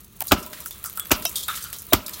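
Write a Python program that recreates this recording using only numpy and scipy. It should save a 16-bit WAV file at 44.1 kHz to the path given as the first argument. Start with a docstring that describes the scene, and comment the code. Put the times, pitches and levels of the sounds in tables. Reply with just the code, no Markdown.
"""A hatchet chops three times into thick ice on a pond, a few metres from a phone's microphone. Each blow
arrives first through the ice, then as a crack through the air; the sheet thuds and rings, the banks answer.
Thrown chips tick, burst into spray and bounce as ringing lumps; ice dust skitters over a low open-air rumble.
Blows are noise bands, sine-and-noise rings, a bending wave and, in the third, a short pitched knock; chips
are clicks, grit, thin rings and tones; dust and air are coloured noise with wandering levels."""
import sys
import numpy as np
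from scipy import signal
from scipy.fft import rfft, irfft, next_fast_len
from scipy.io import wavfile
from scipy.ndimage import map_coordinates

SR = 44100
rng = np.random.default_rng(int(sys.argv[2]) if len(sys.argv) > 2 else 0)


def unload_audio(sound):
    """Save the sound as a 16-bit wav file, at the path given as the first command line argument."""
    columns = np.transpose(np.atleast_2d(sound))
    # keep every value between -1 and 1, then stretch to whole-number steps
    steps = np.round(np.clip(columns, -1, 1) * 32767)
    wavfile.write(sys.argv[1], SR, steps.astype(np.int16))


def voltage_ratio(decibels):
    """Convert decibels (scalar or array-like) to amplitude ratios, 20 dB per decade."""
    exponent = np.asarray(decibels, float) / 20
    return 10 ** exponent


N = 97020  # samples, 2.2 s


def unit(x):
    """Scale to rms 1."""
    return x / np.sqrt(np.mean(x ** 2) + 1e-20)


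def along(points, hz):
    """Read a curve of (Hz, value) points on a log frequency axis."""
    f, v = np.transpose(points)
    return np.interp(np.log(hz + 1), np.log(f + 1), v)


def filtered(x, response):
    """Multiply the spectrum of x by a response of frequency."""
    m = next_fast_len(len(x) + 4096)
    hz = np.fft.rfftfreq(m, 1 / SR) + 1e-3
    return irfft(rfft(x, m) * response(hz), m)[:len(x)]


def noise(n, response):
    """Coloured noise of rms 1."""
    return unit(filtered(rng.standard_normal(n), response))


def wobble(n, rate):
    """A smooth random curve through rate knots a second."""
    knots = rng.standard_normal(int(n * rate / SR) + 4)
    return map_coordinates(knots, [np.arange(n) * rate / SR])


def fall(t, t60):
    """Exponential decay from t = 0, by 60 dB in t60 seconds."""
    return voltage_ratio(-60 * np.maximum(t, 0) / t60)


def fade(t, t60, rise_s):
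    """Silence before t = 0, then a rise with time constant rise_s under the exponential decay."""
    return (1 - np.exp(-np.maximum(t, 0) / rise_s)) * fall(t, t60)


def add(out, s, x):
    """Mix x into out at s seconds."""
    i = round(s * SR)
    out[i:i + len(x)] += x[:len(out) - i]


# Colour of the open air over the pond. Each row: frequency in Hz, density in relative dB per Hz.
AIR_COLOUR = [(13, -45), (22, -16), (60, 1), (152, -7.5), (213, -5), (239, -21), (411, -14.5), (553, -31),
              (5000, -39.5), (6500, -25), (11000, -120)]
AIR_DB, AIR_SWAY_DB = -52, 1.5


def air():
    """Low outdoor rumble: coloured noise whose level slowly breathes."""
    level = voltage_ratio(AIR_DB + AIR_SWAY_DB * wobble(N, 3.72))
    return level * noise(N, lambda f: voltage_ratio(along(AIR_COLOUR, f)))


# Fine ice dust sliding over the sheet. Each row: time in seconds, level in dB.
SKITTER_LEVEL = [(0.0, -42), (0.1, -53.5), (0.24, -40.5), (0.38, -43), (0.44, -41.5), (0.62, -37.5),
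                 (0.94, -40.5), (1.33, -36), (1.56, -35), (1.72, -39.5), (1.91, -41), (2.02, -45),
                 (2.13, -38.5), (2.2, -32.5)]
# Colour of that dust. Each row: frequency in Hz, density in relative dB per Hz.
DUST_COLOUR = [(470, -2.5), (800, -7), (1310, 2), (1430, -5), (4100, -4), (5020, -12), (14400, -5.5),
               (16500, -1.5)]
CRUMBS_PER_S, CRUMB_T60 = 360, 0.021
CRUMB_DB, CRUMB_SPREAD_DB = -4, 6  # the smallest crumb, before the mix is set to rms 1, and the spread upwards
BIGGEST_SHARE = 0.93  # cuts off the rare biggest crumbs


def skitter():
    """Sliding dust: a flickering hiss, with brighter noise let through by crumbs landing at random."""
    s, db = np.transpose(SKITTER_LEVEL)
    where, size = rng.random((int(CRUMBS_PER_S * N / SR), 2)).T
    crumb_db = CRUMB_DB - CRUMB_SPREAD_DB * np.log(1 - BIGGEST_SHARE * size)
    hits = np.bincount((where * N).astype(int), voltage_ratio(crumb_db), N)
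    crumbs = np.convolve(hits, fall(np.arange(600) / SR, CRUMB_T60))[:N]
    hiss = noise(N, lambda f: voltage_ratio(along(DUST_COLOUR, f))) * voltage_ratio(2.04 * wobble(N, 30.18))
    bright = noise(N, lambda f: voltage_ratio(along(DUST_COLOUR, f)) / (1 + (5000 / f) ** 4))
    level = voltage_ratio(np.interp(np.arange(N) / SR, s, db))
    return level * unit(hiss + crumbs * bright)


# Colour of one chip's click. Each row: frequency in Hz, gain in dB.
TICK_COLOUR = [(1500, -34), (4000, -20), (8000, -12.5), (11000, -4), (15000, 2), (18000, -22)]
TICK_S = 0.0003  # time constant to either side of the centre


def tick():
    """One very short bright click of peak 1, centred in 256 samples: an impulse in a puff of noise."""
    t = np.arange(-128, 128) / SR
    impact = (t == 0) + 1.6 * rng.standard_normal(256)
    click = filtered(np.exp(-np.abs(t) / TICK_S) * impact, lambda f: voltage_ratio(along(TICK_COLOUR, f)))
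    return click / np.abs(click).max()


# Chips landing hard on the ice. Each row: time in seconds, click peak in dB, knock level in dB over it.
CHIP_TICKS = [(.2066, -6, -19), (.2182, -15, -11), (.223, -12, -20), (.2535, -24, -24), (.2717, -18, -24),
              (.394, -27, -8), (.464, -18, -22), (.531, -25, -3), (.6045, -19, -22), (.660, -14, -18),
              (.709, -16, -19), (.8412, -10, -22), (.859, -15, -22), (.898, -16, -22), (.9293, -23, -24),
              (.9373, -24, -20), (.9675, -26, -22), (.9746, -13, -18), (.9972, -5, -24), (1.056, -21, -12),
              (1.097, -21, -24), (1.199, -21, -24), (1.2232, -16, -16), (1.2515, -16, -4),
              (1.2532, -3, -16), (1.2945, -19, -24), (1.4815, -16, -12), (1.4835, -10, -18),
              (1.641, -14, -26), (1.729, -15, -16), (1.8208, -19, -30), (1.8677, -23, -28),
              (2.082, -16, -15), (2.095, -16, -14)]
KNOCK_HZ, KNOCK_T60 = 1100, 0.022


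def ticks():
    """Hard landings: a click and a small knock of mid-pitched noise that dies at once."""
    out, n = np.zeros(N), SR // 3
    t = np.arange(n) / SR
    for s, db, knock_db in CHIP_TICKS:
        click = tick()
        add(out, s - len(click) / 2 / SR, voltage_ratio(db) * click)
        knock = noise(n, lambda f: f / (KNOCK_HZ + f * f / KNOCK_HZ / 3))
        add(out, s, voltage_ratio(db + knock_db) * fade(t, KNOCK_T60, 0.00054) * knock)
    return out


# Short pitched rings: lumps bouncing, and the 665 Hz knock of the third blow. Each row: start in seconds,
# level in dB, pitch in Hz, t60 in seconds, rattle from 0 (pure tone) to 1 (narrow noise).
SHORT_RINGS = [(.207, -33, 940, .08, .4), (.219, -25, 720, 0.03, 0.5), (.219, -33, 300, 0.037, 0.82),
               (.660, -34.5, 1420, 0.039, 0.46), (.709, -40, 3550, 0.11, 0.32), (.846, -36, 1350, 0.17, 1),
               (.860, -29.5, 9680, 0.032, .5), (.975, -34, 1370, 0.2, 0.9), (.997, -33.5, 3386, 0.16, 0.22),
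               (1.068, -23, 12500, 0.015, 0.36), (1.253, -24, 683, 0.05, 0.18),
               (1.310, -35, 2230, 0.021, 0.8), (1.357, -36.5, 3286, 0.27, 0.2),
               (1.357, -30, 3680, 0.18, 0.2), (1.358, -26, 8540, 0.13, .8), (1.432, -38, 3340, 0.065, 0.1),
               (1.482, -25.5, 1330, .2, 0.7), (1.481, -31, 1653, 0.19, 0.54), (1.483, -32, 3690, 0.27, 0.8),
               (1.641, -43, 1377, 0.42, 0.8), (1.909, -39, 3800, .25, 0.12), (1.924, -17, 665, .08, .3)]


def short_rings():
    """Bouncing lumps and the third blow's knock: a decaying tone of wandering phase, blended with noise."""
    out, n = np.zeros(N), SR // 3
    t = np.arange(n) / SR
    for s, db, hz, t60, rattle in SHORT_RINGS:
        width_hz = 3.96 * hz ** 0.5
        rough = noise(n, lambda f: 1 / (1 + ((f - hz) / width_hz) ** 2))
        tone = np.sin(2 * np.pi * hz * t + rattle * wobble(n, 98))
        ring = unit(rattle * rough + (1 - rattle) * tone)
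        add(out, s, voltage_ratio(db) * fade(t, t60, 0.00082) * ring)
    return out


SHARDS, SHARD_TOP_HZ, SHARD_T60 = 14, 9000, 0.09
SHARD_DB = -5  # the strongest possible shard, over its spray


def shards(t, low_hz, t60):
    """Thin rings inside one spray: decaying sines at random pitches and starts, the later the weaker."""
    where, late, size = rng.random((SHARDS, 3)).T[:, :, None]
    hz = low_hz * (SHARD_TOP_HZ / low_hz) ** where
    gain = voltage_ratio(SHARD_DB - 8 * size - 22 * late)
    rings = fade(t - late * t60 * 0.58, SHARD_T60, 0.0022) * np.sin(2 * np.pi * hz * t)
    return (gain * rings).sum(0)


# Chips bursting into spray. Each row: start in seconds, level in dB, lowest frequency in Hz, t60 in seconds.
CHIP_SPRAYS = [(.268, -30, 8800, 0.069), (0.279, -28.5, 3450, 0.1), (0.378, -37, 5100, 0.12),
               (0.426, -35, 4560, 0.075), (.530, -39.5, 1510, 0.37), (0.605, -34, 4930, 0.044),
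               (0.66, -30, 5300, 0.11), (.708, -38.5, 2980, 0.16), (0.846, -31, 4480, 0.19),
               (.859, -25.5, 5820, 0.057), (.898, -40, 6870, 0.064), (.974, -30, 7800, 0.11),
               (0.998, -30, 6900, 0.071), (1.253, -12, 2400, 0.012), (1.266, -30, 5740, 0.095),
               (1.224, -35.5, 2990, 0.27), (1.293, -38.5, 6000, 0.26), (1.356, -24.5, 3080, 0.33),
               (1.39, -32, 3060, 0.16), (1.431, -24.5, 3130, 0.053), (1.481, -32.5, 1100, 0.73),
               (1.551, -29.5, 2920, 0.3), (1.624, -27.5, 4500, 0.031), (1.640, -35, 2840, 0.25),
               (1.729, -30, 2940, 0.18), (1.785, -31.5, 5120, 0.089), (2.062, -29, 3540, 0.14),
               (2.133, -30, 3160, 0.11)]
# Colour shared by the sprays. Each row: frequency in Hz, gain in dB.
SPRAY_COLOUR = [(1000, 13), (4000, 1), (8000, -1), (13000, 0.5), (16000, -3)]
GRIT_SWAY_DB = 1.3  # the slower part of the unevenness


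def sprays():
    """Bursting chips: gritty noise above a lowest frequency, with thin shard rings inside."""
    out, n = np.zeros(N), SR // 3
    t = np.arange(n) / SR
    for s, db, low_hz, t60 in CHIP_SPRAYS:
        grit = voltage_ratio(2.55 * wobble(n, 495.3) + GRIT_SWAY_DB * wobble(n, 83.0))
        hiss = noise(n, lambda f: voltage_ratio(along(SPRAY_COLOUR, f)) / (1 + (low_hz / f) ** 24))
        burst = fade(t, t60, 0.00075) * unit(grit * hiss)
        add(out, s, voltage_ratio(db) * (burst + shards(t, low_hz, t60)))
    return out


LEAD_S = 0.009  # head start of the wave through the ice over the sound through the air
# The blow band by band, levels relative to the blow. Each row: centre in Hz, crack level in dB, crack t60
# in seconds, echo level in dB, echo t60 in seconds, level through the ice in dB.
BLOW_BANDS = [(44.5, -41, 0.17, -34, 0.33, -46), (82.5, -34, 0.3, -43.5, 1, -22.5),
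              (218, -17, 0.033, -24, 0.35, -28), (320, -27, 0.012, -34, 0.76, -13),
              (652, -13.5, 0.052, -34.5, 0.39, -17), (1200, -12.5, 0.029, -28, 0.38, -9),
              (2660, -14.5, 0.036, -27, 0.34, -13.5), (4700, -22, 0.071, -28.5, 0.26, -23.5),
              (6860, -20, 0.066, -42, 0.44, -19.5), (14350, -14.5, 0.051, -31, 0.55, -44)]
CRUSH_S, SPLINTERS_DB, RISE_CYCLES = 0.0032, -3, 0.2  # breaking time, its unevenness, rise in cycles
BITE_T60 = 0.017  # the first bite of the edge dies fast
ECHO_SWAY_DB = 2.5


def chop(t, bite_db, tilt_db):
    """Ice breaking under the edge: noise bands carry the ice wave, the splintering crack and the banks' echo."""
    out, n = np.zeros(len(t)), len(t)
    for hz, crack_db, t60, echo_db, echo_t60, ice_db in BLOW_BANDS:
        through_ice = voltage_ratio(ice_db) * fade(t + LEAD_S, 0.081, 0.006)
        splinters = voltage_ratio(crack_db + SPLINTERS_DB * wobble(n, min(hz / 2, 900)))
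        # a t60 of 99 s leaves little but the rise; the real decay waits for the breaking to end
        crack = splinters * fade(t, 99, RISE_CYCLES / hz) * fall(t - CRUSH_S, t60)
        if hz > 1500:
            crack = crack * (1 + voltage_ratio(bite_db) * fall(t, BITE_T60))
        echo = voltage_ratio(echo_db + ECHO_SWAY_DB * wobble(n, 59.4)) * fade(t, echo_t60, 0.0011)
        colour = voltage_ratio(tilt_db * max(np.log2(hz / 1000), 0))
        band = noise(n, lambda f: np.exp(-(np.log2(f / hz) / 0.51) ** 2))
        out += colour * (through_ice + crack + echo) * band
    return out


# Rough ringing of the sheet. Each row: pitch in Hz, level in dB relative to the blow, t60 in seconds.
SHEET_RINGS = [(215, -28.5, 0.25), (288, -31, 0.14), (609, -35.5, 0.8), (996, -39, 0.94),
               (1270, -10, 0.017), (1320, -31.5, 0.53), (2760, -39, 0.45)]
RING_WIDTH, RING_STEADY, RING_SCATTER_DB = 0.04, 0.7, 2  # share of the pitch, sine amplitude, blow to blow


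def sheet(t):
    """The struck sheet rings: each mode is narrow noise plus a steady sine, dying together."""
    out = np.zeros(len(t))
    for hz, level_db, t60 in SHEET_RINGS:
        rough = noise(len(t), lambda f: 1 / (1 + ((f - hz) / (RING_WIDTH * hz)) ** 2))
        ring = rough + RING_STEADY * np.sin(2 * np.pi * hz * t)
        level = voltage_ratio(level_db + rng.normal(0, RING_SCATTER_DB))
        out += level * fade(t, t60, 0.0021) * ring
    return out


# Bending wave in the sheet. Each row: frequency in Hz, gain in dB.
BEND_COLOUR = [(20, -44), (40, -3), (90, 1), (160, -9.5), (280, 1), (400, 2), (520, -54), (800, -48),
               (1500, -45)]
BEND_LAG_S, BEND_LAW = 0.014, 0.7  # lag at 100 Hz; the lag falls with this power of frequency


def thud(n):
    """The bending wave: one push whose lower frequencies lag more, a falling sweep of peak 1."""
    push = 1.0 * (np.arange(n) == round(LEAD_S * SR))

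    def response(f):
        # phase in turns: the lag summed over frequency, from a random start
        turns = BEND_LAG_S * 100 * (f / 100) ** (1 - BEND_LAW) / (1 - BEND_LAW) + rng.random()
        return voltage_ratio(along(BEND_COLOUR, f)) * np.exp(-2j * np.pi * turns)

    wave = filtered(push, response)
    return wave / np.abs(wave).max()


# The three blows. Each row: time of the crack in seconds, blow level in dB, first bite in dB over the
# splintering, thud peak in dB, treble tilt in dB per octave above 1 kHz.
HATCHET_BLOWS = [(0.319, -4, 10.5, -8, -1), (1.115, -8.5, -2.5, -14, 1.5), (1.9326, -8, 11, -11.5, 0.5)]


def hatchet():
    """Each blow breaks the ice, rings the sheet and bends it; the ice carries the first arrival."""
    out, n = np.zeros(N), SR // 2
    t = np.arange(n) / SR - LEAD_S  # zero when the crack arrives through the air
    for s, db, bite_db, thud_db, tilt_db in HATCHET_BLOWS:
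        blow = voltage_ratio(db) * (chop(t, bite_db, tilt_db) + sheet(t))
        add(out, s - LEAD_S, blow + voltage_ratio(thud_db) * thud(n))
    return out


def scene():
    """Air, dust, chips and hatchet summed at the microphone, one channel."""
    return (air() + skitter() + ticks() + short_rings() + sprays() + hatchet())[None]


def roll_off(x):
    """The treble ends steeply here."""
    return signal.sosfilt(signal.butter(12, 16830, fs=SR, output="sos"), x)


EDGE_HZ, EDGE_DB = 15900, -40  # treble edge: little is kept above this
TOP = 1.0  # full scale


def record(dry):
    """A treble edge, then the loudest peaks rounding off at full scale."""
    x = filtered(dry[0], lambda f: np.where(f < EDGE_HZ, 1, voltage_ratio(EDGE_DB)))[None]
    mix = x / (1 + np.abs(x / TOP) ** 6) ** (1 / 6)
    return roll_off(mix)


dry = scene()
out = record(dry)
unload_audio(out)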